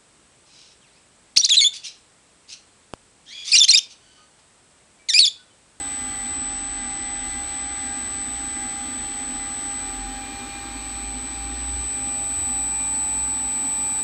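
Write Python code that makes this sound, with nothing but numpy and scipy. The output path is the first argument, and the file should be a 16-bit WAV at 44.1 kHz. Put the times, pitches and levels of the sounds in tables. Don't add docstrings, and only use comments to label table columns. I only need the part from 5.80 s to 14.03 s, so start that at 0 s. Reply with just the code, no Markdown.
import sys
import numpy as np
from scipy import signal
from scipy.fft import rfft, irfft, next_fast_len
from scipy.io import wavfile
from scipy.ndimage import uniform_filter1d, map_coordinates

SR = 44100
rng = np.random.default_rng(int(sys.argv[2]) if len(sys.argv) > 2 else 0)


def master_out(mix):
    frames = np.transpose(np.atleast_2d(mix))
    ceiling = np.clip(frames, -1, 1)
    pcm = np.round(ceiling * 32767).astype(np.int16)
    wavfile.write(sys.argv[1], SR, pcm)


def voltage_ratio(decibels):
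    exponent = np.asarray(decibels, float) / 20
    return 10 ** exponent


N = 362943
T = np.arange(N) / SR

# t/s, firing rate f/Hz, level/dB
TRUCK_ENGINE = [(0, 42.04, -55), (.75, 36.4, -49), (1.49, 33.56, -49), (1.7, 31.85, -58.5),
                (2.11, 26.7, -63), (3.45, 35.87, -47), (3.8, 39.1, -54), (4.26, 43.9, -39.5),
                (4.42, 45.2, -49), (4.86, 51.2, -45), (5.43, 56.66, -41), (5.9, 59.8, -35),
                (6.29, 61.5, -48), (6.42, 64, -42.5), (6.88, 55.95, -43.5), (7.15, 58.1, -49.5),
                (7.47, 59.6, -41), (7.75, 60.5, -58)]
# t/s, f/Hz, level/dB
WALL_THUDS = [
    (2.35, 84.03, -49),
    (5.95, 79.74, -42),
    (6.2, 112, -51.5),
    (6.4, 134.7, -52),
    (6.62, 80, -42.5),
]
# t/s, level/dB
CONTACT_CLICK = (5.748, -49)

# t/s, position/1 (0 first spot, 1 second spot)
MICROPHONE_PATH = [
    (0, 0.15),
    (2, 0.17),
    (3.6, 0.35),
    (4.1, 0.55),
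    (4.6, 0.97),
    (5.2, 0.98),
    (8.23, 0.97),
]

# t/s, second blade tone minus FAN_HZ f/Hz, load level/dB
FAN_HUNTING = [(0, 0, 0), (.4, -0.35, 1), (.8, .5, -1), (1.1, .8, 0.5), (1.35, .5, 0.5), (1.7, 1.57, 0),
               (2.05, 2, 1.5), (2.5, 0.56, -2), (2.8, 0.07, 1.5), (3.2, 1.44, -2), (3.6, 1.5, -0.5),
               (4.5, -1.1, 2), (5.2, -0.03, -1.5), (6.1, -.4, -1), (6.6, -1.15, 1), (7, -1.5, -0.5),
               (7.6, 0, -0.5), (8.23, -0.4, -.5)]
# shaft order/1, level/dB at first spot, level/dB at second spot
FAN_TONES = [(4.95, -60.5, -56), (7.85, -65.5, -66.5), (9.04, -62.5, -80.5), (14.99, -53, -56.5),
             (24.14, -62.5, -66.5), (29.1, -64, -59), (34.6, -65, -79), (39.8, -63.5, -61)]
# shaft order/1, level/dB at first spot, level/dB at second spot, swell depth/dB
UPPER_BLADE_TONES = [(20, -53, -60.5, 1.5), (25, -48, -68.5, 0.9), (30, -58.5, -49, 1)]
# f/Hz, density level/dB per Hz
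HISS_FIRST = [(250, -36), (450, 0), (700, -1), (950, -1.5), (1300, 2), (2000, 2), (2800, -3), (3400, 2.5),
              (3800, -1.5), (4400, 0), (4700, -6.5), (6500, -7), (7500, -15), (9000, -36.5)]
# f/Hz, density level/dB per Hz
HISS_SECOND = [(250, -31.5), (450, -2.5), (700, -1.5), (950, 1.5), (1500, -0.5), (2400, 0.5), (3000, -3),
               (3500, -2.5), (3900, 0.5), (4450, -1.5), (4700, -7.5), (6500, -9.5), (7500, -14),
               (9000, -36)]
# f/Hz, density level/dB per Hz
AIR_TREBLE = [(6500, -30), (7500, -1), (8600, 1), (9600, -2), (10400, -7), (12500, -7), (14000, -9),
              (15900, -15)]
# f/Hz, density level/dB per Hz
DUCT_ROAR = [(15, -53), (30, -12), (60, -4), (110, -11.5), (160, -17), (205, -17), (248, 2), (285, -3.5),
             (340, -10), (420, -24.5), (600, -54.5)]
FAN_HZ = 802

# t/s, Doppler shift f/Hz, level/dB in the standing waves
WHINE_DRIFT = [(0, -.3, -30), (.6, -0.72, -28.5), (.9, -.3, -30), (2, .1, -30.4), (2.5, .3, -29.5),
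               (3.05, .4, -31.5), (3.3, .6, -30), (3.7, .6, -31), (3.9, 1.2, -29), (4.3, 1.4, -35),
               (4.7, 1, -38.6), (4.9, 1, -37.5), (5.1, -0.17, -33), (5.7, -0.47, -33), (6.1, 0, -27.5),
               (6.65, -0.59, -25), (7.1, 0, -24.5), (8.23, 0.15, -25)]
# t/s, turns per second f/Hz
SHAFT_SPEED = [
    (0, 50 / 3),
    (5.82, 50 / 3),
    (6.87, 50),
    (8.3, 50),
]
# multiple of the whine/1, shaft order/1, level/dB slow, level/dB fast
INVERTER_LINES = [(1.5, -2, -79, -63.5), (1.5, 2, -81, -77), (1.5, 6, -75, -61), (1.5, -6, -82, -79),
                  (1.5, 10, -80, -73), (1.5, -10, -86, -74), (1.5, 14, -90, -75), (1.5, -14, -88, -78),
                  (1.5, 18, -90, -83), (2, -8, -88, -73), (2, -12, -90, -70), (2, -16, -95, -86),
                  (2, -20, -95, -74), (1, 8, -70, -76), (1, 16, -76, -72), (1, -16, -75, -73),
                  (.5, 2, -68, -64), (.5, 6, -70, -67)]
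# shaft order/1, level/dB slow, level/dB fast
ROTOR_TONES = [(1, -85, -62), (2, -75, -55), (4, -70, -57), (17, -68, -58), (17.5, -59, -47),
               (18, -66, -54), (18.5, -72, -61)]
# f/Hz, level/dB
BENCH_RESPONSE = [(250, -3), (370, -4), (430, 2), (510, -9), (600, -1), (720, 0), (810, -4), (870, 0)]
WHINE_HZ = 8000
# level/dB slow at first spot, slow at second spot, fast
LOWER_DB, UPPER_DB = (-48.5, -63, -51.5), (-55, -55, -47)
NODE_SPOT, NODE_DB = .62, -68

# f/Hz, level/dB relative to the whine line
WHINE_THRESHOLD = [(5500, -85), (6000, -66), (6400, -56.5), (7000, -52.5), (7600, -49), (7680, -90), (8250, -90),
                   (8300, -38), (9000, -43.5), (9600, -47), (10600, -51.5), (11300, -59.5), (12900, -59.5),
                   (14600, -56), (14950, -72)]
# f/Hz, level/dB per bin
TOP_FLOOR = [(13800, -110), (14300, -93), (14700, -87), (15400, -87), (15750, -90), (15800, -40)]
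# start t/s, end t/s, rise level/dB
THRESHOLD_RISES = [(.58, 1.43, 14), (1.79, 1.92, 13), (1.99, 2.01, 8), (2.36, 2.4, 12), (3.76, 3.79, 5),
                   (3.87, 3.9, 5), (4.08, 4.2, 3), (4.2, 4.27, 9), (6.69, 7, 12), (7.4, 7.68, 12),
                   (7.9, 8.08, 12)]
# f/Hz, density level/dB per Hz
WHINE_SKIRT = [(7650, -32.5), (7700, -19), (7880, -11.5), (7950, 4), (8050, 4), (8120, -8.5), (8280, -20),
               (8300, -33)]


def unit(x):
    return x / np.sqrt(np.mean(x ** 2) + 1e-20)


def gain_db(gain):
    return 20 * np.log10(np.abs(gain) + 1e-6)


def curves(rows):
    s, *cols = np.transpose(rows)
    return [np.interp(T, s, c) for c in cols]


def wobble(rate):
    return map_coordinates(rng.standard_normal(int(N * rate / SR) + 4), [T * rate])


def tone(turns, db, locked=False):
    start = 0 if locked else rng.random()
    return np.sqrt(2) * voltage_ratio(db) * np.sin(2 * np.pi * (turns + start))


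def rush(spectrum, patchy_db):
    _, _, z = signal.stft(rng.standard_normal(N + SR), SR, nperseg=512)
    patches = uniform_filter1d(rng.standard_normal(z.shape), 5, 0)
    patches = unit(uniform_filter1d(patches, 10, 1))
    x = signal.istft(z * voltage_ratio(patchy_db * patches), SR, nperseg=512)[1][:N]
    f, db = np.transpose(spectrum)
    m = next_fast_len(N)
    log_hz = np.log(np.fft.rfftfreq(m, 1 / SR) + 1)
    colour_db = np.interp(log_hz, np.log(f + 1), db, left=-120, right=-120)
    return unit(irfft(rfft(x, m) * voltage_ratio(colour_db), m)[:N])


def walls(x, echo_db):
    delays = (SR * rng.uniform(.002, .03, size=9)).astype(int)
    echoes = sum(voltage_ratio(echo_db) * rng.choice([-1, 1]) * np.roll(x, d) for d in delays)
    return unit(x + echoes)


def microphone_spot():
    return np.clip(curves(MICROPHONE_PATH)[0], 0, 1)


def truck_and_thuds():
    hz, db = curves(TRUCK_ENGINE)
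    second_db = -53 - 0.3231 * (hz - 30) + 1.7 * wobble(4)
    firing = np.cumsum(hz) / SR
    out = tone(firing, db + 2.4 * wobble(7.2))
    out += tone(2 * firing, second_db + 0.5 + 1.5 * wobble(7.3))
    for s, pitch_hz, peak_db in WALL_THUDS:
        out += tone(pitch_hz * T, peak_db) * np.exp(-((T - s) / 0.086) ** 2)
    return out


def cabinet_fan():
    spot = microphone_spot()
    drift, load_db = curves(FAN_HUNTING)
    shaft = np.cumsum((FAN_HZ + drift) / 10 + 0.071 * wobble(25)) / SR
    out = tone(10 * shaft, -43 + .7 * load_db + 1.7 * wobble(15))
    for order, first_db, other_db, swell_db in UPPER_BLADE_TONES:
        db = first_db + spot ** 2.2 * (other_db - first_db) + 1.5 * load_db + swell_db * wobble(4.4)
        blurred = round(order) * shaft + .045 * wobble(45)
        out += tone(blurred, db + .4 + 1.2 * wobble(12) + 1.8 * wobble(30))
    for order, first_db, other_db in FAN_TONES:
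        db = first_db + spot * (other_db - first_db) + 1.3 * wobble(6) + 2.86 * wobble(28)
        out += tone(order * shaft + 0.073 * wobble(45), db)

    ducked_db = 0.22 * np.maximum(curves(WHINE_DRIFT)[1] + 30, 0)
    duct_db = -42 + 0.8 * wobble(4) - ducked_db
    hiss_db = -44.5 - ducked_db
    first = walls(rush(HISS_FIRST, patchy_db=.8), echo_db=-16)
    other = walls(rush(HISS_SECOND, patchy_db=.8), echo_db=-16)
    hiss = np.sqrt(1 - spot) * first + np.sqrt(spot) * other
    out += voltage_ratio(hiss_db + 3.5) * hiss
    out += voltage_ratio(duct_db + 0.6) * rush(DUCT_ROAR, patchy_db=0.56)
    return out + voltage_ratio(-58) * rush(AIR_TREBLE, patchy_db=1.5)


def contact_click():
    start, db = CONTACT_CLICK
    age = np.maximum(T - start, 0)
    decay_db = 60 * np.minimum(age / 0.023, 4)
    return np.diff(rng.standard_normal(N + 1)) * voltage_ratio(db - decay_db) * (T >= start)


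def servo_motor():
    speed, = curves(SHAFT_SPEED)
    shaft = np.cumsum(speed) / SR
    fast = (speed - speed[0]) / (speed[-1] - speed[0])
    shift, db = curves(WHINE_DRIFT)
    whine = np.cumsum(WHINE_HZ + shift) / SR
    spot = microphone_spot()

    first, other, quick = voltage_ratio(LOWER_DB)
    slow = first + spot ** 1.5 * (other - first)
    lower_db = gain_db(np.abs((1 - fast) * slow - fast * quick) + voltage_ratio(-77))
    first, other, quick = voltage_ratio(UPPER_DB)
    before_node = first * (1 - spot / NODE_SPOT)
    after_node = other * (spot - NODE_SPOT) / (1 - NODE_SPOT)
    slow = np.maximum(before_node, after_node) + voltage_ratio(NODE_DB)
    upper_db = gain_db(slow + fast * (quick - slow))

    flutter_db = 0.32 * wobble(3.9) + 0.32 * wobble(10) + 0.33 * wobble(60)
    flutter_db += 0.27 * np.sin(2 * np.pi * shaft) + 0.24 * np.sin(np.pi * shaft)
    out = tone(whine + 0.0031 * wobble(70), db + flutter_db, locked=True)
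    out += tone(whine - 4 * shaft, lower_db + 0.99 * wobble(6.3), locked=True)
    out += tone(whine + 4 * shaft + .1 + .24 * fast, upper_db + 1.2 * wobble(7), locked=True)

    for multiple, order, slow_db, fast_db in INVERTER_LINES:
        line_db = slow_db + np.sqrt(fast) * (fast_db - slow_db) + 1.2 * wobble(4)
        out += tone(multiple * whine + order * shaft, line_db)
    for order, slow_db, fast_db in ROTOR_TONES:
        rotor_db = slow_db + fast * (fast_db - slow_db)
        rotor_db += (1 + 8 * fast * (1 - fast)) * wobble(12)
        if order > 10:
            rotor_db += np.interp(order * speed, *np.transpose(BENCH_RESPONSE))
        out += tone(order * shaft, rotor_db)
    return out


def scene():
    return (truck_and_thuds() + cabinet_fan() + contact_click() + servo_motor())[None]


def threshold_rise(s):
    return sum(db * ((s > start) & (s < end)) for start, end, db in THRESHOLD_RISES)


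def gated(x):
    hz, s, z = signal.stft(x, SR, nperseg=2048, noverlap=1536)
    power = np.abs(z) ** 2
    whine_db = 10 * np.log10(power[(hz > 7900) & (hz < 8100)].max(0))
    patches = rng.standard_normal((65, len(s) // 2 + 1))
    patches = np.repeat(np.repeat(patches, 16, 0), 2, 1)[:len(hz), :len(s)]
    runs = np.repeat(rng.standard_normal(len(s) // 4 + 1), 4)[:len(s)]
    mask_db = np.interp(hz, *np.transpose(WHINE_THRESHOLD))[:, None] + whine_db + threshold_rise(s)
    quiet_db = np.interp(hz, *np.transpose(TOP_FLOOR), left=-200)[:, None]
    limit = voltage_ratio(np.maximum(mask_db, quiet_db) + patches + 1.6 * runs) ** 2
    band = uniform_filter1d(uniform_filter1d(power, 11, 0), 3, 1)
    line = uniform_filter1d(power, 3, 0)
    keep = (band > limit) | (line > 4 * limit)
    keep &= power > .25 * limit
    return signal.istft(z * keep, SR, nperseg=2048, noverlap=1536)[1][:N]


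def band_limit(x):
    return signal.sosfilt(signal.butter(12, 15940, fs=SR, output="sos"), x)


def record(dry):
    whine_db = curves(WHINE_DRIFT)[1]
    rise_db = uniform_filter1d(threshold_rise(T) * 1., 2000)
    skirt = voltage_ratio(whine_db - 27.5 + .5 * rise_db) * rush(WHINE_SKIRT, patchy_db=3.5)
    mix = gated(dry[0] + skirt)[None]
    return band_limit(mix)


dry = scene()
out = record(dry)
master_out(out)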